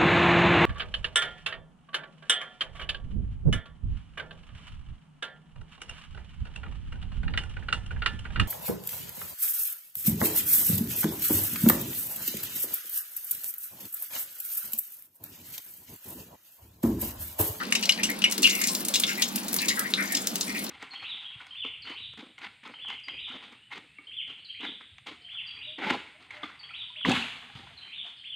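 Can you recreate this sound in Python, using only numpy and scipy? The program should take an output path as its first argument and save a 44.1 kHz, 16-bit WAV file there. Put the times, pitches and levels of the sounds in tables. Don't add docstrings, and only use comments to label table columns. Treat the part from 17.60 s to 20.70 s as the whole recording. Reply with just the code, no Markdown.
import sys
import numpy as np
from scipy import signal
from scipy.fft import rfft, irfft
from scipy.io import wavfile
from scipy.ndimage import uniform_filter1d

SR = 44100
rng = np.random.default_rng(int(sys.argv[2]) if len(sys.argv) > 2 else 0)


def store_pcm(level_fs):
    pcm = np.round(np.clip(level_fs, -1, 1) * 32767).astype(np.int16)
    wavfile.write(sys.argv[1], SR, np.atleast_2d(pcm).T)


N = 136710


def amp(db):
    return 10 ** (np.asarray(db) / 20)


def evened(x):
    return x / np.sqrt(np.mean(x ** 2) + 1e-20)


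def peaked(x):
    return x / np.sqrt(uniform_filter1d(x ** 2, size=350).max(axis=-1, keepdims=True) + 1e-20)


def read(points, hz):
    f, value = np.transpose(points)
    return np.interp(np.log(hz + 1), np.log(f + 1), value)


def add(mix, start_s, sound):
    part = mix[:, max(round(start_s * SR), 0):][:, :sound.shape[1]]
    part += sound[:, :part.shape[1]]


def resonate(x, hz, width_hz):
    return signal.lfilter(*signal.iirpeak(hz, hz / width_hz, SR), x)


def band(x, low_hz, high_hz):
    return signal.sosfilt(signal.butter(2, [low_hz, high_hz], "bandpass", fs=SR, output="sos"), x)


def clumps(count):
    smooth_s = 0.0024
    ragged = uniform_filter1d(rng.standard_normal(count), round(smooth_s * SR))
    return amp(2 * evened(ragged))


def cluster(x, hz, spread, q):
    steps = np.arange(-2, 3) + rng.uniform(-0.48, 0.46, 5)
    pitches_hz = hz * np.exp(spread * 0.75 * steps)
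    return sum(resonate(x, f, f / q) * (-1) ** k for k, f in enumerate(pitches_hz))


def pop(time_s, ring_db, hz, spray_hz, spray_db, t60_s):
    rise_s, kick, bubble_q, bubble_db = 0.003, 2.55, 5.6, -15.5
    spray_top_db, droplet_q, spray_wide = -9, 87, 0.33
    t = np.arange(8000) / SR
    noise = rng.standard_normal((2, len(t)))
    swell = np.minimum(t / rise_s, 1) ** 1.4 * clumps(len(t))
    release = swell * amp(-60 * t / t60_s)

    drive = release * noise
    drive[:, round(rise_s * SR)] += kick
    ring = peaked(resonate(resonate(drive, hz, hz / bubble_q), hz, 1.54 * hz))

    spray = release * noise[::-1]
    wide, top = band(spray, 3200, 8150), band(spray, 11400, 22000)
    coloured = cluster(wide, spray_hz, 0.195, droplet_q) + spray_wide * wide
    coloured_top = cluster(top, 13080, 0.26, droplet_q) + spray_wide * top
    hiss = amp(spray_db) * peaked(coloured)
    hiss = hiss + amp(spray_db + spray_top_db) * peaked(coloured_top)
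    return time_s - 0.44 * rise_s, amp(ring_db + bubble_db) * ring + hiss


def ping(start_s, level_db, hz, t60_s):
    t = np.arange(8000) / SR
    ring = amp(level_db - 60 * t / t60_s) * np.sin(2 * np.pi * hz * t)
    return start_s, band(ring, hz / 2, 2 * hz) * np.ones((2, 1))


def snap(click_s, peak_db, hz):
    low_hz, q, tail_db, t60_s, dryness = 2300, 1.8, -20, 0.03, 0.93
    t = np.arange(-200, 3000) / SR
    fade_db = -60 * np.maximum(t, -3.5 * t) / t60_s
    puff = amp(tail_db - dryness * peak_db + fade_db)
    drive = puff * rng.standard_normal((2, len(t))) * clumps(len(t))
    drive[:, t == 0] = 1
    wide = band(drive, low_hz, 22000)
    sound = resonate(wide, hz, hz / q) + 0.54 * wide
    return click_s + t[0], amp(peak_db) * sound / abs(sound).max()


def gurgle(start_s, length_s, level_db, hz, spread):
    q, skew = 18.8, 0.43
    noise, clump = rng.standard_normal((2, 9000)), clumps(9000)
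    u = np.arange(max(-start_s, 0), length_s, 1 / SR)[:9000] / length_s
    sound = evened(resonate(cluster(noise * clump, hz, spread, q), hz, hz / 2))
    bloom = np.sin(np.pi * u ** skew) ** 2
    return start_s, amp(level_db) * bloom * sound[:, :len(u)]


def sizzle():
    per_s, spread_db, level_db, low_hz, high_hz, bands = 420, 7, -44, 2710, 14100, 12
    out, t = np.zeros((2, N)), np.arange(900) / SR
    for hz in np.geomspace(low_hz, high_hz, bands):
        size = amp(spread_db * np.minimum(rng.exponential(1, N), 4))
        hits = size * (rng.random(N) < per_s / bands / SR)
        grain = resonate(rng.standard_normal((2, len(t))) * amp(-60 * t / 0.03), hz, hz / 3)
        out += signal.oaconvolve(hits[None], evened(grain), axes=1)[:, :N]
    return amp(level_db) * evened(out)


def pan(x):
    # frequency in Hz, relative level in dB, t60 in s.
    pan_modes = [(2167, 10, 0.16), (2890, 14.5, 0.038)]
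    modes_db, bowl_db, bowl_t60_s = -19.5, -8.5, 0.22
    t = np.arange(14000) / SR
    modes = sum(amp(db - 60 * t / t60_s) * np.sin(2 * np.pi * hz * t) / np.sqrt(t60_s * SR)
                for hz, db, t60_s in pan_modes)
    tail = rng.standard_normal((2, len(t))) * amp(-60 * t / bowl_t60_s) * (t > .004)
    answer = amp(modes_db) * modes + amp(bowl_db) * tail / np.linalg.norm(tail[0])
    return x + signal.fftconvolve(x, answer, axes=1)[:, :N]


def fizz():
    # time in s, level in dB.
    hiss_levels = [(0, -53), (.75, -59), (.9, -33), (1.8, -45), (2.0, -38), (2.45, -42.5), (3.1, -42)]
    a, b, c, d, patches = rng.standard_normal((N // 64 + 5, 129, 5)).T
    patches = evened(uniform_filter1d(uniform_filter1d(patches, 6, 0), 30, 1))
    flicker = evened(uniform_filter1d(a[0], 10))
    z = np.array([a + 1j * b, c + 1j * d]) * amp(4 * patches + 3.5 * flicker)
    noise = signal.istft(z, nperseg=256, noverlap=192)[1][:, :N]
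    hiss = evened(band(noise, 4500, 16400))
    level_db = np.interp(np.arange(N) / SR, *np.transpose(hiss_levels))
    return amp(level_db) * clumps(N) * hiss


def flame():
    # frequency in Hz, relative level in dB per Hz.
    roar_spectrum = [(25, -29.5), (140, -21), (205, 2), (430, -11), (700, -14.5), (1380, -15.5),
                     (2430, -18), (4740, -18.5), (10000, -50)]
    roar_db, patch_db = -37.5, 2.23
    hum_hz, width_hz, hum_db = 196.8, 6.8, -50.5
    frames, hz = N // 512 + 5, np.fft.rfftfreq(2048, 1 / SR)
    a, b, c, d, patches = rng.standard_normal((frames, 1025, 5)).T
    patches = evened(uniform_filter1d(uniform_filter1d(patches, 12, 0), 5, 1))
    shape = amp(read(roar_spectrum, hz)[:, None] + patch_db * patches)
    z = np.array([a + 1j * b, c + 1j * d]) * shape
    roar = signal.istft(z, nperseg=2048, noverlap=1536)[1][:, :N]
    hum = resonate(rng.standard_normal((2, N)), hum_hz, width_hz)
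    hum = resonate(hum, hum_hz, width_hz)
    return amp(roar_db) * evened(roar) + amp(hum_db) * evened(hum)


def scene():
    # time in s, relative ring level in dB, bubble pitch in Hz,
    # spray centre in Hz, spray level in dB, decay t60 of the release in s.
    pops = [(0.1227, -3, 2230, 7350, -22, 0.033), (0.1512, -7.5, 2650, 5360, -21.5, 0.051),
            (.2267, -14.5, 2730, 4370, -25.5, 0.081), (0.2545, -16, 4570, 4260, -27, 0.035),
            (0.2917, -1.5, 3130, 4880, -22, 0.033), (0.32, -9, 4580, 4790, -49, 0.045),
            (.432, -10, 2950, 7820, -21, 0.11), (.618, -11.5, 3000, 4430, -33, 0.072),
            (0.6396, -7.5, 2890, 8260, -27, 0.058), (0.721, -22, 2920, 7160, -30, 0.03),
            (0.8288, -13.5, 2770, 4550, -17.5, 0.13), (0.873, -8, 2600, 4760, -24.5, 0.041),
            (0.8954, -32, 2830, 5170, -23.5, 0.071), (1.013, -18, 2130, 8300, -31, 0.25),
            (1.038, -24, 4300, 6670, -21.5, 0.034), (1.082, -16, 4520, 7130, -25.5, 0.1),
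            (1.149, -23, 4700, 7410, -23.5, 0.044), (1.3388, -8, 3760, 4730, -22, 0.12),
            (1.356, -11.5, 2890, 5320, -20, 0.026), (1.4358, -1.5, 3390, 4450, -35, 0.052),
            (1.4658, -25, 3160, 5140, -30.5, 0.3), (1.6203, -5.5, 3430, 4990, -22, .08),
            (1.7546, -22, 4960, 8900, -46.5, .06), (1.986, -10.5, 4140, 4660, -35.5, 0.13),
            (2.0828, -9.5, 3770, 4990, -20.5, 0.093), (2.3388, -12, 3880, 4530, -47, 0.059),
            (2.549, -41, 4460, 5360, -20.5, 0.031), (2.5682, -21, 4570, 4800, -25, 0.054),
            (2.8094, -8.5, 5400, 6050, -23, 0.032)]
    # start in s, length in s, level before the swell in dB,
    # pitch in Hz, relative pitch spread as a share.
    gurgles = [(-.03, 0.097, -27.5, 1510, 0.13), (0.384, 0.063, -33.5, 2120, 0.12),
               (0.487, 0.063, -32, 2050, 0.073), (.648, 0.034, -22.5, 2400, 0.038),
               (0.839, 0.053, -15, 2874, 0.02), (.86, 0.28, -34, 2310, 0.1), (1.005, 0.13, -36, 2090, 0.11),
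               (1.474, 0.11, -32.5, 2016, 0.21), (1.57, 0.11, -34, 2140, 0.059),
               (2.001, 0.11, -33, 2160, .12), (2.098, 0.067, -30, 1920, 0.055),
               (2.167, 0.11, -30.5, 1555, 0.14), (2.239, 0.076, -33, 2030, 0.058),
               (2.37, 0.13, -28, 1826, 0.2), (2.481, 0.16, -34, 2057, 0.095),
               (2.868, 0.11, -37.5, 2120, 0.087), (2.943, 0.079, -30.5, 2150, 0.096)]
    # click time in s, peak in dB, colour in Hz.
    snaps = [(0.5007, -17, 13100), (.7132, -15, 8300), (.7247, -11.5, 6600), (0.7807, -11, 4400),
             (0.822, -14.5, 7850), (0.828, -24, 6500), (0.952, -15, 7800), (1.017, -10.5, 7800),
             (1.0735, -6, 7500), (1.135, -23, 8500), (1.207, -21, 10500), (1.2511, -12.5, 8900),
             (1.285, -9.5, 8500), (1.3998, -9.5, 9500), (1.622, -9, 4000), (1.76, -10.5, 11900),
             (1.833, -28, 5960), (1.845, -27, 13000), (1.883, -16.5, 7900), (1.9308, -10.5, 12000),
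             (1.943, -6, 13100), (1.965, -7, 13100), (2.018, -16.5, 8700), (2.058, -17, 8000),
             (2.0868, -13, 9200), (2.194, -5, 11000), (2.5234, -15.5, 9800), (2.6722, -1.5, 5800),
             (2.7571, -10, 6450), (2.9916, -24.5, 10000), (3.0426, -27, 10200)]
    # start in s, level before the band-pass in dB, pitch in Hz, t60 in s.
    pings = [(0.2942, -12.5, 2920, 0.029), (0.641, -5, 2942, 0.029), (1.097, -39.5, 1053, 0.24),
             (2.3381, -3, 3800, .006)]
    # frequency in Hz, share from 0 to 1.
    likeness = [(150, 0.93), (300, 0.88), (1400, 0.29), (2800, 0.96), (6000, 0.6), (15000, 0.4)]
    # frequency in Hz, lead in radians.
    left_lead = [(600, 0.1), (1400, -2.45), (2840, -1.32), (4200, -1.4), (9000, -2)]
    # frequency in Hz, difference in dB.
    left_tilt = [(60, 0.5), (380, -2.5), (2380, 3.5), (15000, 1.5)]

    oil = sizzle()
    for sound, rows in ((pop, pops), (gurgle, gurgles), (snap, snaps), (ping, pings)):
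        for row in rows:
            add(oil, *sound(*row))
    a, b = rfft(pan(oil) + flame() + fizz(), axis=1)

    hz = np.fft.rfftfreq(N, 1 / SR)
    same = np.clip(read(likeness, hz), 0, 1)
    tilt = amp(read(left_tilt, hz) / 2)
    right = same * a * np.exp(-1j * read(left_lead, hz)) + np.sqrt(1 - same ** 2) * b
    return irfft([a * tilt, right / tilt], N, axis=1)


def record(dry):
    edge_hz = 16100
    lowpass = signal.firwin(511, edge_hz, window=("kaiser", 9), fs=SR)
    return signal.oaconvolve(dry, lowpass[None], "same")


dry = scene()
out = record(dry)
store_pcm(out)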